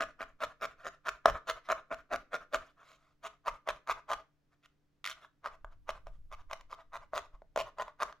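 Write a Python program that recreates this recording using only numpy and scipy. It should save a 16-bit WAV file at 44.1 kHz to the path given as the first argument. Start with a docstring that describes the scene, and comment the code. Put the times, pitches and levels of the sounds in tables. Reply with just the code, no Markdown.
"""A barbed felting needle stabs through wool into a foam board on a table; small quiet room, close mic pair.
From 0 s, about five stabs a second: foam cells crunch and snap, the board rings hollow, the table shakes,
the needle scrapes out. Near 2.6 s the stabs pause and fingers rub the wool; at 3.2 s they resume.
After 4.2 s they turn sparse and softer. From 5.6 s the hands bump the table and its sway swells;
the stabs pick up again and regain their level by the end, at 8.2 s."""
import sys
import numpy as np
from scipy import signal
from scipy.fft import rfft, irfft, next_fast_len
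from scipy.io import wavfile

SR = 44100
rng = np.random.default_rng(int(sys.argv[2]) if len(sys.argv) > 2 else 0)


def put_to_file(sound):
    """Save the sound as 16-bit audio at rate SR, in the file named by the first command-line argument."""
    columns = np.atleast_2d(sound).T  # one column per channel
    safe = np.clip(columns, -1, 1)
    whole_steps = np.round(safe * 32767)
    wavfile.write(sys.argv[1], SR, whole_steps.astype(np.int16))


N = 361619
TAPS = 2048

# Event levels are before each source's gain; knock and crisp are relative to the ring.
# needle strokes: start/s, end/s, level/dB, knock/dB, crisp/dB, pull-out/dB, table push/dB
STABS = [(0, 0.04, -35, -4.5, -10, -52.5, -58), (0.196, 0.238, -41.5, -6, -10, -61, -58),
         (0.408, .451, -35.5, -4.5, -9.5, -52, -53.5), (0.615, 0.659, -35.5, -5, -9.5, -54.5, -59),
         (0.844, 0.887, -40.5, -2.5, -11, -57.5, -61), (1.058, 1.098, -34.5, -9, -12, -53, -54.5),
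         (1.259, 1.306, -31, -4.5, -15, -37, -37.5), (1.476, 1.517, -34.5, -5, -7, -48, -55),
         (1.689, 1.73, -29.5, -5, -12.5, -46, -58), (1.91, 1.94, -37, .5, -17, -53.5, -56.5),
         (2.113, 2.154, -32.5, 1, -17, -59, -54), (2.324, 2.368, -37, -3, -13, -50.5, -63.5),
         (2.53, 2.566, -32.5, 0, -12, -52, -51), (3.235, 3.279, -42.5, -5.5, -7.5, -62.5, -69.5),
         (3.46, 3.496, -35, -8.5, -11, -49.5, -52), (3.675, 3.707, -32, -8, -9.5, -54, -53),
         (3.881, 3.926, -34, -10, -9, -48, -51.5), (4.09, 4.141, -33.5, -5, -13, -51.5, -53),
         (4.629, 4.664, -66.5, -13, 2.5, -86.5, -81), (5.064, 5.128, -45, -13.5, 1, -59.5, -68),
         (5.443, 5.482, -40.5, -7, -14, -54, -59.5), (5.881, 5.909, -40, -7.5, -10, -52, -56),
         (6.062, 6.094, -60.5, -4, -11, -72.5, -56), (6.316, 6.348, -47.5, -8.5, -9, -57.5, -64),
         (6.5, 6.546, -48, -7, -9, -58.5, -61.5), (6.7, 6.747, -52, -6, -7.5, -52.5, -66),
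         (6.93, 6.974, -42.5, -9, -12.5, -54, -55.5), (7.138, 7.194, -38, -3.5, -10, -55.5, -55.5),
         (7.572, 7.62, -35, 3, -7, -47, -50), (7.782, 7.829, -37, -5.5, -14, -49, -60),
         (8.002, 8.037, -34, -10, -11, -48, -59.5)]
# board ring as the needle moves along the wool: t/s, f/Hz
RING_TRACK = [(0, 1486), (.43, 1305), (.7, 1446), (1.26, 1293), (1.5, 1334), (1.72, 1305), (2.15, 1445),
              (2.55, 1364), (3.25, 1267), (3.48, 1196), (4.15, 1207), (4.7, 1420), (5.08, 1410),
              (5.45, 1195), (6.95, 1185), (7.7, 1056), (8.1, 1212)]
# modes near the needle, for a ring at RING_REF_HZ: f/Hz, half-width/Hz, level/dB
RING_MODES = [(969, 87, -10), (1098, 100, -3.5), (1280, 140, 0.5), (1489, 26, -7), (1684, 150, -9.5),
              (2249, 230, -17.5)]
RING_REF_HZ = 1303
# board's hollow knock: f/Hz, half-width/Hz, level/dB
KNOCK_MODES = [(180, 25, -26), (414.5, 17, -8.5), (546, 55, -4.5), (651, 71.3, 4.5), (723, 30, -6)]
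# deepest board modes, stronger where the ring is high: f/Hz, half-width/Hz, level/dB
DEEP_MODES = [(170.1, 28, -24), (291, 50, -15)]
# spectrum of a bursting cell's edge: f/Hz, level/dB
CRISP_SPECTRUM = [(900, -38), (1900, 0), (2400, 1), (3000, -2.5), (3650, -4), (4600, -11), (5600, -11),
                  (7000, -13), (8200, -24), (9200, -22), (12200, -27.5), (13200, -25.5), (16000, -29.5)]
# table shaken by a stab: f/Hz, density/dB
SHAKE_SPECTRUM = [(10, -14), (25, 1.5), (45, -3), (70, -14), (110, -17), (160, -20), (250, -37.5),
                  (500, -65)]
# table's deeper sway: f/Hz, density/dB
SWAY_SPECTRUM = [(8, 0), (14, 2.5), (30, -10), (60, -17), (110, -27), (200, -44), (500, -73)]
# sway under leaning hands: t/s, level/dB
SWAY_TRACK = [(0, -62), (2.4, -72), (3.1, -78), (5.25, -90.5), (5.6, -55), (5.9, -47), (6.3, -44.5),
              (6.8, -59.5), (7.5, -58.5), (8.2, -72.5)]
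# still air: f/Hz, density/dB
AIR_SPECTRUM = [(20, -6.5), (60, -11.5), (120, -15), (220, -18), (400, -21.5), (800, -29), (1600, -31),
                (3000, -37), (6000, -41), (9000, -50), (16000, -49.5)]
# room hum: f/Hz, level/dB
HUM_TONES = [(147, -83.5), (292, -87)]
# hard catches of the needle: t/s, level/dB, knock/dB, crisp/dB
SNAPS = [(.0063, -28, -4, -14), (0.2061, -37, -5.5, -31), (0.4191, -37.5, -7, -16.5),
         (0.4337, -32, -6, -14), (.857, -41.5, 4, -32), (1.0698, -34.5, -21, -36),
         (1.0895, -29.5, -8.5, -5.5), (1.2568, -11, -4.5, -17.5), (1.4978, -29, -16.5, -4),
         (1.7244, -26, -3.5, -32), (1.9142, -34.5, 3.5, -31.5), (1.943, -42.5, -4, -8.5),
         (2.135, -32.5, -8, -10), (2.1587, -34, -3, -7), (2.3419, -29, -6, -13.5), (2.544, -23, -4, -10),
         (3.4803, -27, -7, -14), (3.674, -33, 0, -13), (3.688, -30, -3, -10), (3.8732, -41.5, -23, -9),
         (3.896, -24, -12.5, -30), (3.9094, -32, -17, -9), (4.1335, -34, -11, -5), (4.6577, -58, -13.5, -1),
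         (5.0419, -37, -25, 3.5), (5.0519, -35.5, -9, 11), (5.0607, -33.5, -29, 1),
         (5.0729, -34, -22, 25.5), (5.2468, -50, -30, -19), (5.4583, -34.5, -14, -16),
         (5.6452, -40.5, -9, -21.5), (5.8908, -27, -7, -14.5), (5.9035, -37.5, -13, -7),
         (6.0685, -43.5, 3, -16), (6.316, -50.5, -6, -16), (6.5113, -38, -8, -10.5),
         (6.531, -34.3, -8.5, -3.5), (6.609, -53, -23, -0.5), (6.7274, -36, -6.5, -21),
         (7.1336, -29.5, 5, -34), (7.1769, -32.5, -9.5, -5.5), (7.419, -49.5, 11, -29),
         (7.5602, -26, 3.5, -17), (7.574, -23.5, 2, -16.5), (7.82, -35.5, -1, -13),
         (7.8796, -43.5, -4, -15), (8.0164, -33.5, -9, -16.5), (8.0306, -27, -11, -13),
         (8.125, -46.5, -8.5, -10.5)]
# fingers sliding on wool and foam: start/s, end/s, level/dB, crisp/dB
RUBS = [(.784, .843, -55.5, -12.5), (1.645, 1.673, -58, 0), (2.63, 2.709, -62, -6),
        (2.776, 2.85, -58.5, -14), (2.84, 2.961, -60, -2.5), (2.951, 3.131, -71, -6.5),
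        (4.517, 4.545, -70.5, -6.5), (5.21, 5.26, -56.5, -6), (5.712, 5.737, -62, -12),
        (7.329, 7.361, -59.5, -16)]
# hand bumps on the table: t/s, level/dB
BUMPS = [(5.642, -40.5), (6.07, -42), (7.338, -45)]
# mic ports, left minus right: f/Hz, level/dB
PORT_BALANCE = [(60, 0.0), (110, 0.5), (200, -4), (380, 2.6), (700, 0.5), (1290, -0.5), (2380, -1.5),
                (4400, -1.5), (8120, 0), (15000, -1)]
# mic ports, left lead: f/Hz, phase/rad
PORT_PHASE = [(100, -2), (600, 0.5), (860, 0), (1450, 0.28), (2070, 0.64), (2760, 1), (3620, 0.38),
              (6500, 0.77), (11000, 0.5), (16000, -1.5)]
# early reflections off table and walls: delay/s, gain
ECHOES = [(.0048, 0.17), (.0105, 0.055), (.0135, .06), (.0245, 0.053), (0.0306, .07), (.0412, 0.041)]
# room decay: f/Hz, T60/s
ROOM_T60 = [(200, 0.52), (650, 0.19), (1500, 0.27), (4000, 0.26), (8000, 0.22), (15000, 0.19)]
# recorder filters' lag, greatest near their crossover: f/Hz, delay/s
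GROUP_DELAY = [(0, 0.00084), (4000, 0.00054), (6000, 0.0013), (6800, 0), (7400, .0042), (7900, 0.00022),
               (8600, 0.0022), (10000, 0.00047), (16000, 0.0014)]


def amp(db):
    """dB to gain."""
    return 10 ** (np.asarray(db) / 20)


def unit(x):
    """Scale to rms 1."""
    return x / np.sqrt(np.mean(abs(x) ** 2) + 1e-30)


def lookup(points, hz):
    """Interpolate on a log-frequency axis."""
    f, value = np.transpose(points)
    return np.interp(np.log(hz + 1), np.log(f + 1), value)


def add(mix, start_s, sound):
    """Mix in at start_s."""
    part = mix[max(round(start_s * SR), 0):][:len(sound)]
    part += sound[:len(part)]


def noise(spectrum):
    """Shaped noise, rms 1."""
    gain = amp(lookup(spectrum, np.fft.rfftfreq(N, 1 / SR)))
    return unit(irfft(rfft(rng.standard_normal(N)) * gain, N))


def min_phase(gain):
    """Impulse response, energy 1: sudden onset, then ringing."""
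    cepstrum = irfft(np.log(unit(gain) + 1e-5))
    cepstrum[1:TAPS // 2] *= 2
    cepstrum[TAPS // 2 + 1:] = 0
    response = irfft(np.exp(rfft(cepstrum)))
    return response / np.linalg.norm(response)


def modes(rows, uneven_db):
    """Gain of a set of resonances; each spot on the board drives them differently."""
    hz = np.fft.rfftfreq(TAPS, 1 / SR)
    peaks = [amp(db + uneven_db * rng.uniform(-1.31, 1)) / (1 + ((hz - f) / width) ** 2)
             for f, width, db in rows]
    return unit(np.linalg.norm(peaks, axis=0))


def board(at_s, knock_db, deep_db_per_octave=40):
    """Board's response to a bursting cell at the spot worked at at_s: hollow knock plus ring."""
    shift = np.interp(at_s, *np.transpose(RING_TRACK)) / RING_REF_HZ
    deep = [(f, width, db + deep_db_per_octave * np.log2(shift)) for f, width, db in DEEP_MODES]
    retune = rng.uniform(.95, 1.05)  # finger pressure varies per blow
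    knock = modes([(f * retune, width, db) for f, width, db in KNOCK_MODES + deep], uneven_db=3)
    ring = modes([(f * shift, width, db) for f, width, db in RING_MODES], uneven_db=2.5)
    return min_phase(np.hypot(amp(knock_db) * knock, ring))


def cell_tear(decay_s=.00073):
    """Crisp edge of a bursting cell: a tiny ragged rip, energy 1."""
    t = np.arange(TAPS) / SR
    rip = rng.standard_normal(TAPS) * t * np.exp(-t / decay_s)
    gain = amp(lookup(CRISP_SPECTRUM, np.fft.rfftfreq(TAPS, 1 / SR)))
    edge = signal.fftconvolve(rip, min_phase(gain))[:TAPS]
    return edge / np.linalg.norm(edge)


def crunch(start_s, end_s, knock_db, crisp_db, *,
           slip_hz, fizz, rise_s, fall_s, arch_db, brighten_db, slip_exponent):
    """Stick-slip over a fizz of fibres. Returns onset/s and sound, rms 1 over the stroke."""
    t = np.arange(max(start_s - .04, 0), end_s + .05, 1 / SR)
    stroke_rng = np.random.default_rng(rng.integers(2 ** 32))
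    stick = stroke_rng.gamma(5, 1 / 5, 200)
    slip_at = np.round(np.cumsum(stick) * SR / slip_hz).astype(int)
    inside = slip_at < len(t)
    slips = np.zeros(len(t))
    slips[slip_at[inside]] = stick[inside] ** slip_exponent  # longer stick, harder release
    patch = stroke_rng.integers(0, 5, 100)[((t - t[0]) / .008).astype(int)]  # new cells every 8 ms
    fibres = stroke_rng.laplace(size=len(t))
    depth = np.minimum((t - start_s) / (end_s - start_s), 1)
    friction = amp(-arch_db * (2 * np.maximum(depth, 0) - 1) ** 2)  # peaks mid-stroke
    friction *= np.exp(np.minimum(t - start_s, 0) / rise_s - np.maximum(t - end_s, 0) / fall_s)
    drive = (unit(slips) + fizz * unit(fibres)) * friction
    body = signal.fftconvolve(drive, board(start_s, knock_db))
    edge_drive = drive * amp(brighten_db * depth)  # soft wool on top, crisp foam below
    edge = sum(signal.fftconvolve(edge_drive * (patch == k), cell_tear()) for k in range(5))
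    sound = unit(body) + amp(crisp_db) * unit(edge)
    return t[0], sound * np.sqrt((end_s - start_s) * SR) / np.linalg.norm(sound)


def stabs(gain_db=-.78):
    """Barbs tear down through wool and foam."""
    out = np.zeros(N)
    for start_s, end_s, db, knock_db, crisp_db, _, _ in STABS:
        onset_s, sound = crunch(start_s, end_s, knock_db, crisp_db, slip_hz=200, slip_exponent=.67,
                                fizz=.61, rise_s=.0055, fall_s=.0012, arch_db=8, brighten_db=4.5)
        add(out, onset_s, amp(db + gain_db) * sound)
    return out


def rumble(spectrum):
    """Low noise, rms 1, nearly alike at both ports."""
    shared = noise(spectrum)
    return unit(np.array([shared + .3 * noise(spectrum) for _ in range(2)]))


def table_shake(gain_db=-5, rise_s=.02, release_at_s=.09, fall_s=.016):
    """Each stab pushes the table: build, hold, release."""
    t = np.arange(SR // 2) / SR
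    envelope = np.minimum(t / rise_s, 1) * np.exp(-np.maximum(t - release_at_s, 0) / fall_s)
    push = np.zeros(N)
    for start_s, *_, push_db in STABS:
        add(push, start_s, amp(push_db + gain_db) * envelope)
    return push * rumble(SHAKE_SPECTRUM)


def table_sway(gain_db=-4):
    """The table sways under leaning hands."""
    level_db = np.interp(np.arange(N) / SR, *np.transpose(SWAY_TRACK))
    return amp(level_db + gain_db) * rumble(SWAY_SPECTRUM)


def room_tone(air_db=-77.5):
    """Still air and a faint hum."""
    t = np.arange(N) / SR
    hum = sum(amp(db) * np.sqrt(2) * np.sin(2 * np.pi * (hz * t + rng.random())) for hz, db in HUM_TONES)
    shared = noise(AIR_SPECTRUM)
    air = unit(np.array([shared + noise(AIR_SPECTRUM) for _ in range(2)]))
    return amp(air_db) * air + hum


def snaps(gain_db=22, ragged=.69, ragged_s=.0011):
    """The needle catches and breaks through: one blow on the board, with brief ragged tearing."""
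    out = np.zeros(N)
    t = np.arange(TAPS // 8) / SR
    for at_s, db, knock_db, crisp_db in SNAPS:
        drive = rng.standard_normal(len(t)) * np.exp(-t / ragged_s)
        drive *= ragged / np.linalg.norm(drive)
        drive[0] = 1  # the blow
        body = signal.fftconvolve(drive, board(at_s, knock_db))[:TAPS]
        snap = body / np.linalg.norm(body) + amp(crisp_db) * cell_tear(decay_s=.00061)
        add(out, at_s, -amp(db + gain_db) * snap / np.linalg.norm(snap))
    return out


def scrapes(strokes, gain_db=-3.5, knock_db=-7):
    """Needle or finger slides on wool and foam: softer and finer grained than a stab."""
    out = np.zeros(N)
    for start_s, end_s, db, crisp_db in strokes:
        onset_s, sound = crunch(start_s, end_s, knock_db, crisp_db, slip_hz=480, slip_exponent=1,
                                fizz=1, rise_s=.011, fall_s=.008, arch_db=7, brighten_db=2)
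        add(out, onset_s, amp(db + gain_db) * sound)
    return out


def pull_outs(rest_s=.031, pull_s=.041, ref_db=-55, ref_crisp_db=-13, dulling_db_per_db=.39):
    """The needle rests, then scrapes out; a harder pull adds more ring than hiss."""
    strokes = []
    for _, end_s, *_, pull_db, _ in STABS:
        crisp_db = ref_crisp_db - dulling_db_per_db * (pull_db - ref_db)
        strokes.append((end_s + rest_s, end_s + rest_s + pull_s, pull_db, crisp_db))
    return scrapes(strokes)


def table_bumps(mode_hz=32.2, decay_s=.036):
    """A hand bumps the table: one damped low mode."""
    t = np.arange(SR // 2) / SR
    thud = np.sin(2 * np.pi * mode_hz * t) * np.exp(-t / decay_s)
    out = np.zeros(N)
    for at_s, db in BUMPS:
        add(out, at_s, amp(db) * thud)
    return out


def mic_ports(x):
    """Direct sound reaches the two ports with differing phase and level."""
    hz = np.fft.rfftfreq(N, 1 / SR)
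    left = amp(lookup(PORT_BALANCE, hz) / 2) * np.exp(1j * lookup(PORT_PHASE, hz) / 2)
    return irfft(rfft(x) * np.array([left, 1 / left]), N)


def room(x, tail_db=-15, coherent_hz=1700, build_s=.014):
    """Early reflections, then a diffuse tail whose bass is alike at both ports."""
    t = np.arange(SR // 2) / SR
    hz, frame_s, bins = signal.stft(rng.standard_normal((2, len(t))), SR, nperseg=256)
    coherence = 1 / (1 + (hz[:, None] / coherent_hz) ** 2)
    bins[1] = coherence * bins[0] + np.sqrt(1 - coherence ** 2) * bins[1]
    decay = amp(-60 * frame_s / lookup(ROOM_T60, hz)[:, None])
    tail = signal.istft(bins * decay, SR, nperseg=256)[1][:, :len(t)]
    tail *= 1 - np.exp(-t / build_s)  # thickens as more walls answer
    tail *= amp(tail_db) / np.linalg.norm(tail[0])
    for k, (delay_s, gain) in enumerate(ECHOES):
        near = k % 2  # alternate sides; far port 5 samples later
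        tail[near, round(delay_s * SR)] += gain
        tail[1 - near, round(delay_s * SR) + 5] += gain
    return signal.fftconvolve(x[None], tail, axes=1)[:, :N]


def scene():
    """Needle and fingers, direct and through the room, over table rumble and room tone."""
    work = stabs() + pull_outs() + scrapes(RUBS) + snaps()
    return mic_ports(work) + room(work) + table_shake() + table_sway() + table_bumps() + room_tone()


def record(dry, cutoff_hz=15900):
    """Recorder filters give each click a small chirp, then limit the band."""
    size = next_fast_len(N + TAPS)
    hz = np.fft.rfftfreq(size, 1 / SR)
    delay_s = np.interp(hz, *np.transpose(GROUP_DELAY))
    phase = -2 * np.pi * np.cumsum(delay_s) * SR / size
    chirped = irfft(rfft(dry, size) * np.exp(1j * phase), size)[:, :N]
    lowpass = signal.firwin(511, cutoff_hz, window=("kaiser", 9), fs=SR)
    return signal.oaconvolve(chirped, lowpass[None], "same")


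dry = scene()
out = record(dry)
put_to_file(out)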